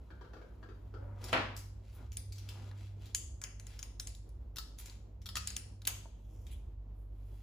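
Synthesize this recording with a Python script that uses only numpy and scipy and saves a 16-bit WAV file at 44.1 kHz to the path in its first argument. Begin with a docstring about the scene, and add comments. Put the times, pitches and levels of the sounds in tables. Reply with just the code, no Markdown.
"""Pinning up hair in a bare room

A small, bare room, a phone's two microphones an arm's length from someone doing their hair. Plastic clips
clatter on a table, tick in the hand, are prised open with the teeth and snap shut, each blow ringing
the plastic. Strands rustle as they slip, bracelets jingle, the lips pop once and the chair creaks.
Behind it all, two motors hum in a slow beat over a little rumble and quiet room noise."""
import sys
import numpy as np
from scipy import signal
from scipy.fft import rfft, irfft, next_fast_len
from scipy.io import wavfile
from scipy.ndimage import uniform_filter1d

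SR = 44100
rng = np.random.default_rng(int(sys.argv[2]) if len(sys.argv) > 2 else 0)


def bounce(signal):
    """Save signal as a 16-bit WAV file at the path given by the first command-line argument."""
    frames = np.transpose(np.atleast_2d(signal))
    limited = np.clip(frames, -1, 1)
    pcm = np.round(limited * 32767).astype(np.int16)
    wavfile.write(sys.argv[1], SR, pcm)


N = 327222
TIME = np.arange(N) / SR

# Levels in the tables are relative: each source's gain and the room come on top.
# a clip cracking down on the table, then clicking in the hand: start_s, level_db, ring_hz, body_db
CLIP_BLOWS = [(1.329, -31, 3000, 21.5), (2.1699, -33, 8600, -4), (2.713, -54.5, 4140, 31),
              (3.1478, -24, 7300, 2.5), (3.416, -41, 7500, 10), (3.4384, -34.5, 6530, 7.5),
              (3.5976, -47.5, 7060, 9), (3.668, -46, 7000, 9.5), (3.7917, -42.5, 5800, 6.5),
              (3.828, -38, 6750, 11), (3.9982, -34, 5570, 2), (4.072, -37.5, 7500, 0),
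              (4.1493, -51, 3350, -10), (4.2913, -60.5, 11800, -13), (4.8976, -49.5, 4400, 6),
              (5.4732, -29, 7740, -2), (5.503, -41.5, 6640, 15), (5.5653, -30.5, 7350, 2),
              (5.8188, -52.5, 3920, 9), (5.852, -41.5, 4100, 3.5), (5.8744, -24, 9900, 6)]
JAW_MODES = [(2820, 1200, -8.5), (4240, 1700, 4.5), (5570, 520, 4), (5840, 560, 3), (6830, 370, -1),
             (8700, 340, -3.5), (9260, 1600, 3.5), (15300, 800, 3.5)]
# a clip knocking on teeth: start_s, level_db, sheen_db
TOOTH_KNOCKS = [(4.56, -43, -1), (4.568, -39.5, -5), (4.584, -34, -2.5), (5.2584, -43, -5.5),
                (5.264, -42, -2.5), (5.2893, -39.5, -1.5), (5.3553, -31, -15), (5.365, -38.5, 3),
                (5.3687, -29.5, -9.5), (5.8714, -24.5, 11)]
BITTEN_MODES = [(2580, 140, -2.5), (3520, 330, 1), (5300, 500, 7.5), (6160, 4500, -5.5), (13700, 4000, 1.5)]
MOUTH_HOLLOW = [(4.567, 1450, -7), (4.584, 1320, 5.5), (5.26, 1340, -3.5), (5.369, 1275, 6),
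                (5.871, 915, 7)]
# something set on the table, rattling to rest: start_s, level_db
TABLE_KNOCKS = [(1.3298, -24.5), (1.335, -35.5), (1.365, -32.5)]
# the table top's thud: frequency_hz, level_db
THUD_SPECTRUM = [(40, -53), (115, 4), (165, -14), (260, 0.5), (390, -6), (1100, -0.5), (2700, -5),
                 (5000, -18.5), (15000, -63)]
# the table top ringing on: pitch_hz, level_db
TABLE_RINGS = [(200, -41), (253, -43), (517, -37.5), (657, -35), (974, -44), (1373, -50.5)]
# strokes through the hair: middle_s, half_length_s, level_db
HAIR_STROKES = [(0.35, 1, -85.5), (1.28, 0.063, -57.5), (1.95, 0.11, -73), (2.55, 0.17, -67.5),
                (2.83, 0.07, -70), (3.06, 0.071, -68), (3.724, 0.081, -68), (4.801, 0.014, -62.5),
                (4.878, 0.07, -68), (7.42, 0.21, -79)]
# strands sliding on strands: frequency_hz, level_db
STRAND_SPECTRUM = [(1200, -2), (2500, 1.5), (3600, -0.5), (7000, -7), (10500, -10.5), (14000, -14)]
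# the palm rubbing over the head: middle_s, half_length_s, level_db
PALM_RUBS = [(0.33, 0.74, -72), (1.12, 0.16, -62.5), (1.288, 0.063, -56.5), (2.0, 0.056, -62.5),
             (2.6, 0.12, -60.5)]
# palm on hair: frequency_hz, level_db
PALM_SPECTRUM = [(200, 21), (600, 15.5), (1200, 13), (2200, 0), (4000, -21)]
# loose ends sweeping through the air: middle_s, half_length_s, level_db
END_SWEEPS = [(0.6, 0.79, -91), (1.27, 0.039, -76), (1.61, 0.052, -66), (1.95, 0.027, -65.5),
              (4.799, 0.013, -52.5), (6.4, 0.18, -78), (7.0, 0.071, -81.5), (7.33, 0.15, -76.5)]
# their swish: frequency_hz, level_db
SWISH_SPECTRUM = [(6000, -25.5), (9000, -8), (14500, -6.5)]
# prongs scraping along hair, the ring set by the grip: middle_s, half_length_s, ring_hz, level_db
PRONG_SCRAPES = [(6.277, 0.3, 3200, -84.5), (6.412, 0.19, 5680, -80.5), (6.525, 0.032, 2970, -67),
                 (6.525, 0.015, 10100, -61.5)]
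# bracelets jostling on the wrist: start_s, level_db, ring_hz
JOSTLES = [(1.2417, -45, 9200), (1.566, -43.5, 7550), (2.12, -52.5, 10900), (2.3234, -50, 7560),
           (2.3586, -59, 5000), (2.383, -52, 4830), (2.4895, -46.5, 3250), (3.058, -56.5, 3460),
           (4.787, -48, 7030), (4.859, -49, 5570), (5.218, -62, 4045), (6.468, -57.5, 2930)]
# resonances of their links: pitch_hz, width_hz, level_db
LINK_MODES = [(4453, 4000, -7), (14600, 3400, -2.5)]
# the chair ticking as the body leans: start_s, level_db
CHAIR_TICKS = [(0.104, -67.5), (0.211, -66.5), (0.246, -72), (0.334, -64), (0.366, -69), (0.415, -70),
               (0.628, -66.5), (0.688, -68), (0.939, -66.5)]
# its padded frame: frequency_hz, level_db
FRAME_SPECTRUM = [(200, 4), (520, 15.5), (780, 0), (1480, 11), (2100, -7.5), (2800, -8), (5000, -13.5),
                  (9000, -30)]
# harmonics 1 to 3 of its squeak: level_db
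SQUEAK_HARMONICS = [-9, 0, -18]
# slow course of the hum's octave: time_s, level_db
OCTAVE_LEVELS = [(0, -62.5), (1.0, -51.5), (2.7, -47), (4.1, -58), (5.5, -53.5), (7.42, -56)]
# a brief swell of the hum's fourth harmonic: middle_s, half_length_s, level_db
BUZZ_SWELLS = [(5.42, 0.23, -63)]
# two close tones fluttering against each other in the rumble: pitch_hz, level_db
DRONE_TONES = [(58.8, -57.5), (64.4, -60)]
# low rumble: frequency_hz, level_db
RUMBLE_SPECTRUM = [(25, -34), (46, -15), (64, 8), (73, 3), (84, -2.5), (120, -9.5), (150, -26), (250, -66)]
# room noise: frequency_hz, level_db
AIR_SPECTRUM = [(30, -27), (130, 4), (270, -1), (500, -8), (1000, -17), (1600, -28), (3500, -34),
                (11000, -48), (15000, -37.5)]
# the room's reverberation: frequency_hz, t60_s
ROOM_DECAY = [(100, 0.61), (1500, 0.48), (6000, 0.49), (10000, 0.38), (15000, 0.21)]


def clips():
    """A clip cracks down on the table, then clips tick in the hand and snap shut, close on the left."""
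    events = []
    for s, db, ring_hz, body_db in CLIP_BLOWS:
        lead_db = 13 - 0.02 * (db + 31.5)  # the favoured ring stands out a little less in a hard click
        events.append((s, db, ring_hz, lead_db, body_db, -2))
    dry = struck_part(events, JAW_MODES, decay_s=0.00077, grit=1.8, crack_db=-9.5, catch_db=-33.5)
    # summed over all directions, the peaks and gaps of the rings even out
    around = struck_part(events, JAW_MODES, decay_s=0.00024, grit=0.9, crack_db=-4.5, catch_db=-13,
                         focus=0.38)
    return undb(-16) * room(dry, wet_db=-6.5, early_db=-6, pan_db=3.5, lag_s=22e-6, around=around)


def teeth(ring_hz=3940, lead_db=2.5, body_db=6.5, hollow_width_hz=69):
    """Teeth grate on a clip and prise it open; the mouth's hollow rings along."""
    dry = np.zeros(N)
    times, hollow_hz, hollow_db = np.transpose(MOUTH_HOLLOW)
    for s, db, sheen_db in TOOTH_KNOCKS:
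        hollow = (np.interp(s, times, hollow_hz), hollow_width_hz, np.interp(s, times, hollow_db))
        bite = (s, db, ring_hz, lead_db, body_db, sheen_db)
        dry += struck_part([bite], [hollow, *BITTEN_MODES], decay_s=0.0007, grit=2.2,
                           crack_db=-11, catch_db=-26.5)
    return undb(-17.5) * room(dry, wet_db=-4.5, early_db=-1, pan_db=3, lag_s=20e-6)


def table(t60_s=0.33):
    """A clatter on the table reaches the microphones mostly off the walls; the top rings on."""
    age = np.maximum(TIME - TABLE_KNOCKS[0][0], 0)
    ring = sum(undb(db) * np.sin(2 * np.pi * hz * age) for hz, db in TABLE_RINGS)
    ring *= np.exp(-np.log(1000) * age / t60_s)
    clatter = thuds(TABLE_KNOCKS, THUD_SPECTRUM)
    return undb(-24) * room(clatter, wet_db=13.5, early_db=10, pan_db=1.5) + ring


def hair(fingers_db=-19.5, ends_db=-14.5, crackle_db=-5, crackles_per_s=120):
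    """Strands hiss and crackle with each stroke; the hand brushes along and loose ends swish."""
    hiss = swells(HAIR_STROKES)
    brush = swells(PALM_RUBS) + undb(fingers_db) * hiss
    swish = swells(END_SWEEPS) + undb(ends_db) * hiss
    layers = (hiss, STRAND_SPECTRUM), (brush, PALM_SPECTRUM), (swish, SWISH_SPECTRUM)
    dry = sum(level * unit(colour(slips(), spectrum)) for level, spectrum in layers)
    # single strands catch and spring free
    crackles = (rng.random(N) < crackles_per_s / SR) * rng.standard_normal(N)
    dry += undb(crackle_db) * hiss * unit(colour(crackles, STRAND_SPECTRUM))
    return room(dry + prongs(), wet_db=-4, early_db=-1.5, pan_db=2.5)


def prongs():
    """Hair slips past a clip's prongs and rings them."""
    friction = slips()
    track = np.zeros(N)
    for s, half_s, hz, db in PRONG_SCRAPES:
        b, a = signal.iirpeak(hz, Q=1.6, fs=SR)
        ring = signal.lfilter(b, a, signal.lfilter(b, a, friction))
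        track += undb(db) * swell(s, half_s) * unit(ring)
    return track


def bracelets(contacts=6, mean_gap_s=0.006, fade_db=4.5, lead_db=7):
    """Each jostle of the links is a quick, fading run of tiny contacts, each with its own ring."""
    events = []
    for s, db, hz in JOSTLES:
        gaps = mean_gap_s * rng.exponential(size=contacts)
        delays = np.cumsum(gaps) - gaps[0]
        rings_hz = hz * 2 ** (rng.standard_normal(contacts) / 3)
        events += [(s + delays[k], db - fade_db * k, rings_hz[k], lead_db, 0, 0) for k in range(contacts)]
    dry = struck_part(events, LINK_MODES, decay_s=0.0003, grit=1, crack_db=-11.5, catch_db=-18,
                      spread=2.7)
    return undb(-16) * room(dry, wet_db=-0.5, early_db=-1, pan_db=3.5)


def lips(start_s=6.057, low_hz=660, high_hz=900, decay_s=0.006):
    """The lips part with a small hollow pop, just right of centre."""
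    age = np.maximum(TIME - start_s, 0)
    pop = (np.sin(2 * np.pi * low_hz * age) + np.sin(2 * np.pi * high_hz * age)) * np.exp(-age / decay_s)
    return room(undb(-50) * pop, wet_db=-11, early_db=-7.5, pan_db=-2)


def chair(squeak_s=1, squeak_hz=284, sag_hz_per_s=54):
    """The padded frame ticks under a leaning body and gives one faint, wavering squeak."""
    pushes = np.zeros(N)
    for s, db in CHAIR_TICKS:
        add(pushes, s, undb(db) * contact(decay_s=0.0016, grit=3))
    ticks = signal.fftconvolve(pushes, thuds([(0, 0)], FRAME_SPECTRUM))[:N]
    hz = squeak_hz - sag_hz_per_s * (TIME - squeak_s)
    phase = 2 * np.pi * np.cumsum(hz * (1 + 0.012 * wander(180))) / SR
    tone = unit(sum(undb(db) * np.sin(k * phase) for k, db in enumerate(SQUEAK_HARMONICS, 1)))
    squeak = undb(-61 + 2.6 * wander(65)) * swell(squeak_s, half_s=0.043) * tone
    return room(ticks + squeak, wet_db=5, early_db=4, pan_db=4)


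def motors(pitch_hz=49.26, beat_s=2.88, in_step_s=1.23, rise_db_per_s=0.94):
    """Two motors run nearly in step, so their growing hum beats; its octave beats twice as fast."""
    first = 2 * np.pi * np.cumsum(pitch_hz * (1 + 0.0038 * wander(1.623))) / SR
    second = first + 2 * np.pi * (TIME - in_step_s) / beat_s
    fundamental = undb(-55.5 + rise_db_per_s * TIME) * unit(np.sin(first) + 0.5 * np.sin(second))
    octave_db = np.interp(TIME, *np.transpose(OCTAVE_LEVELS)) + 2 * wander(7.6)
    octave = undb(octave_db) * unit(np.sin(2 * first) + 0.36 * np.sin(2 * second))
    buzz = swells(BUZZ_SWELLS) * unit(np.sin(4 * first))
    return fundamental + octave + buzz


def rumble(throb_db=9, throb_s=1.11, crest_s=1):
    """Low noise throbs about once a second around two close, beating tones."""
    drone = sum(undb(db) * unit(np.sin(2 * np.pi * hz * TIME + 0.51 * wander(0.77)))
                for hz, db in DRONE_TONES)
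    throb = np.cos(2 * np.pi * (TIME - crest_s) / throb_s)
    noise = unit(colour(rng.standard_normal(N), RUMBLE_SPECTRUM))
    return drone + undb(-58 + throb_db * throb) * noise


def air():
    """Quiet room noise: alike at both microphones in the bass, wide in the treble."""
    mid, side = (unit(colour(rng.standard_normal(N), AIR_SPECTRUM)) for _ in range(2))
    side = colour(side, [(150, -10), (700, -2)])
    return undb(-64 + 1.36 * wander(20)) * np.array([mid + side, mid - side])


def room(x, wet_db, early_db, pan_db, lag_s=0, around=None, early_s=0.011, size=32768):
    """Direct sound at two microphones, a quick scatter off table and body, then the walls' tail."""
    t = np.arange(size) / SR
    hz = np.fft.rfftfreq(size, 1 / SR)
    centres, t60s = np.transpose(ROOM_DECAY)
    noise = rfft(rng.standard_normal((2, size)))
    shared = 1 / (1 + (hz / 450) ** 2)  # close microphones hear the same bass
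    noise = np.sqrt(shared) * rfft(rng.standard_normal(size)) + np.sqrt(1 - shared) * noise
    tail = sum(irfft(noise * at_hz(np.c_[centres, band], hz)) * np.exp(-np.log(1000) * t / t60)
               for band, t60 in zip(np.eye(len(t60s)), t60s))
    early = irfft(noise[::-1])[:, ::-1] * np.exp(-t / early_s)
    response = undb(wet_db) * unit(tail * (t > .006)) + undb(early_db) * unit(early * (t > .001))
    radiated = x if around is None else around  # the walls get what the source sends all around
    reflections = signal.fftconvolve(radiated[None], response / np.sqrt(size), axes=1)[:, :N]
    delayed = np.convolve(x, np.sinc(np.arange(-8, 9) - lag_s * SR), "same")
    return pan(np.array([x, delayed]) + reflections, pan_db)


def struck_part(events, modes, decay_s, grit, crack_db, catch_db, focus=1, spread=1.4, size=4096):
    """Blows ring a small part; the spot struck favours one ring and sets body and sheen."""
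    hz = np.fft.rfftfreq(size, 1 / SR)
    track = np.zeros(N)
    for s, level_db, ring_hz, lead_db, body_db, sheen_db in events:
        jf = 1j * hz * (1 + 0.012 * rng.standard_normal())  # the grip shifts the rings each time
        rings = sum((-1) ** k * undb(db) * jf * width / (pitch ** 2 + jf ** 2 + jf * width)
                    for k, (pitch, width, db) in enumerate(modes))
        click = irfft(rfft(contact(decay_s, grit)) * (undb(crack_db) + rings))
        favoured = [(ring_hz / spread, 0), (ring_hz, focus * lead_db), (ring_hz * spread, 0)]
        balance = [(250, body_db - 18.5), (1500, body_db), (4500, 0.0077), (9000, 0), (12000, sheen_db)]
        click = undb(level_db) * unit(colour(colour(click, favoured), balance))
        add(track, s, click)
        add(track, s - 0.003, undb(catch_db) * click)  # the surfaces catch just before they snap
    return track


def contact(decay_s, grit, size=4096):
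    """One sharp push, then a short grinding of the surfaces that builds and dies."""
    age = np.arange(size) / SR / decay_s
    push = grit * rng.standard_normal(size) * age * np.exp(-age) / np.sqrt(decay_s * SR / 4)
    push[0] += 1
    return push / np.hypot(1, grit)


def thuds(events, spectrum):
    """Blows on a large, well damped body."""
    thud = unit(colour(signal.unit_impulse(4096), spectrum))
    track = np.zeros(N)
    for s, db in events:
        add(track, s, undb(db) * thud)
    return track


def slips(grain_db=3, flutter_db=1.2):
    """Friction: countless tiny slips of uneven size, in soft flurries."""
    size_db = np.minimum(grain_db * rng.exponential(size=N) + flutter_db * wander(60), 15)
    return (rng.random(N) < .12) * rng.standard_normal(N) * undb(size_db)


def swell(s, half_s):
    """A bell-shaped rise and fall around a time."""
    return np.exp(-np.minimum(((TIME - s) / half_s) ** 2, 20))


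def swells(rows):
    """Summed gain of several swells."""
    return sum(undb(db) * swell(s, half_s) for s, half_s, db in rows)


def wander(rate_hz):
    """Smooth random drift with rms 1."""
    step = int(SR / rate_hz)
    held = np.repeat(rng.standard_normal(N // step + 1), step)
    return unit(uniform_filter1d(held, step)[:N])


def colour(x, points):
    """Causal filter through (frequency_hz, level_db) points, built from its cepstrum."""
    n = x.shape[-1]
    size = 2 * next_fast_len(n // 2 + 1024)
    cepstrum = irfft(np.log(undb(at_hz(points, np.fft.rfftfreq(size, 1 / SR)))))
    cepstrum[1:size // 2] *= 2
    cepstrum[size // 2 + 1:] = 0
    return irfft(rfft(x, size) * np.exp(rfft(cepstrum)))[..., :n]


def at_hz(points, hz):
    """Interpolate (frequency_hz, value) points on a log-frequency axis."""
    frequencies, values = np.transpose(points)
    return np.interp(np.log(hz + 1), np.log(frequencies), values)


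def add(track, s, sound):
    """Mix a sound in at a time."""
    i = int(s * SR)
    track[..., i:i + sound.shape[-1]] += sound[..., :N - i]


def pan(x, db):
    """Make the left side louder than the right by db."""
    return x * undb(np.array([[db], [-db]]) / 2)


def undb(db):
    """Decibels to gain."""
    return 10 ** (np.asarray(db) / 20)


def unit(x):
    """Scale to rms 1."""
    return x / np.sqrt(np.mean(x ** 2))


def scene():
    """All sources at the phone's two microphones."""
    nearby = clips() + teeth() + bracelets() + lips() + table() + chair() + hair()
    return nearby + pan(motors() + rumble(), db=-1) + air()


def record(dry, shared_above_hz=7300, lag_s=0.000287, top_hz=15850):
    """The phone feeds the right microphone's treble to both sides, late on the left, and cuts the top."""
    hz = np.fft.rfftfreq(N, 1 / SR)
    left, right = rfft(dry)
    own = 1 / (1 + (hz / shared_above_hz) ** 20)
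    left = np.sqrt(own) * left + np.sqrt(1 - own) * right * np.exp(-2j * np.pi * hz * lag_s)
    lowpass = signal.ellip(8, .2, 70, top_hz, fs=SR, output="sos")
    return signal.sosfilt(lowpass, irfft(np.array([left, right]), N))


dry = scene()
out = record(dry)
bounce(out)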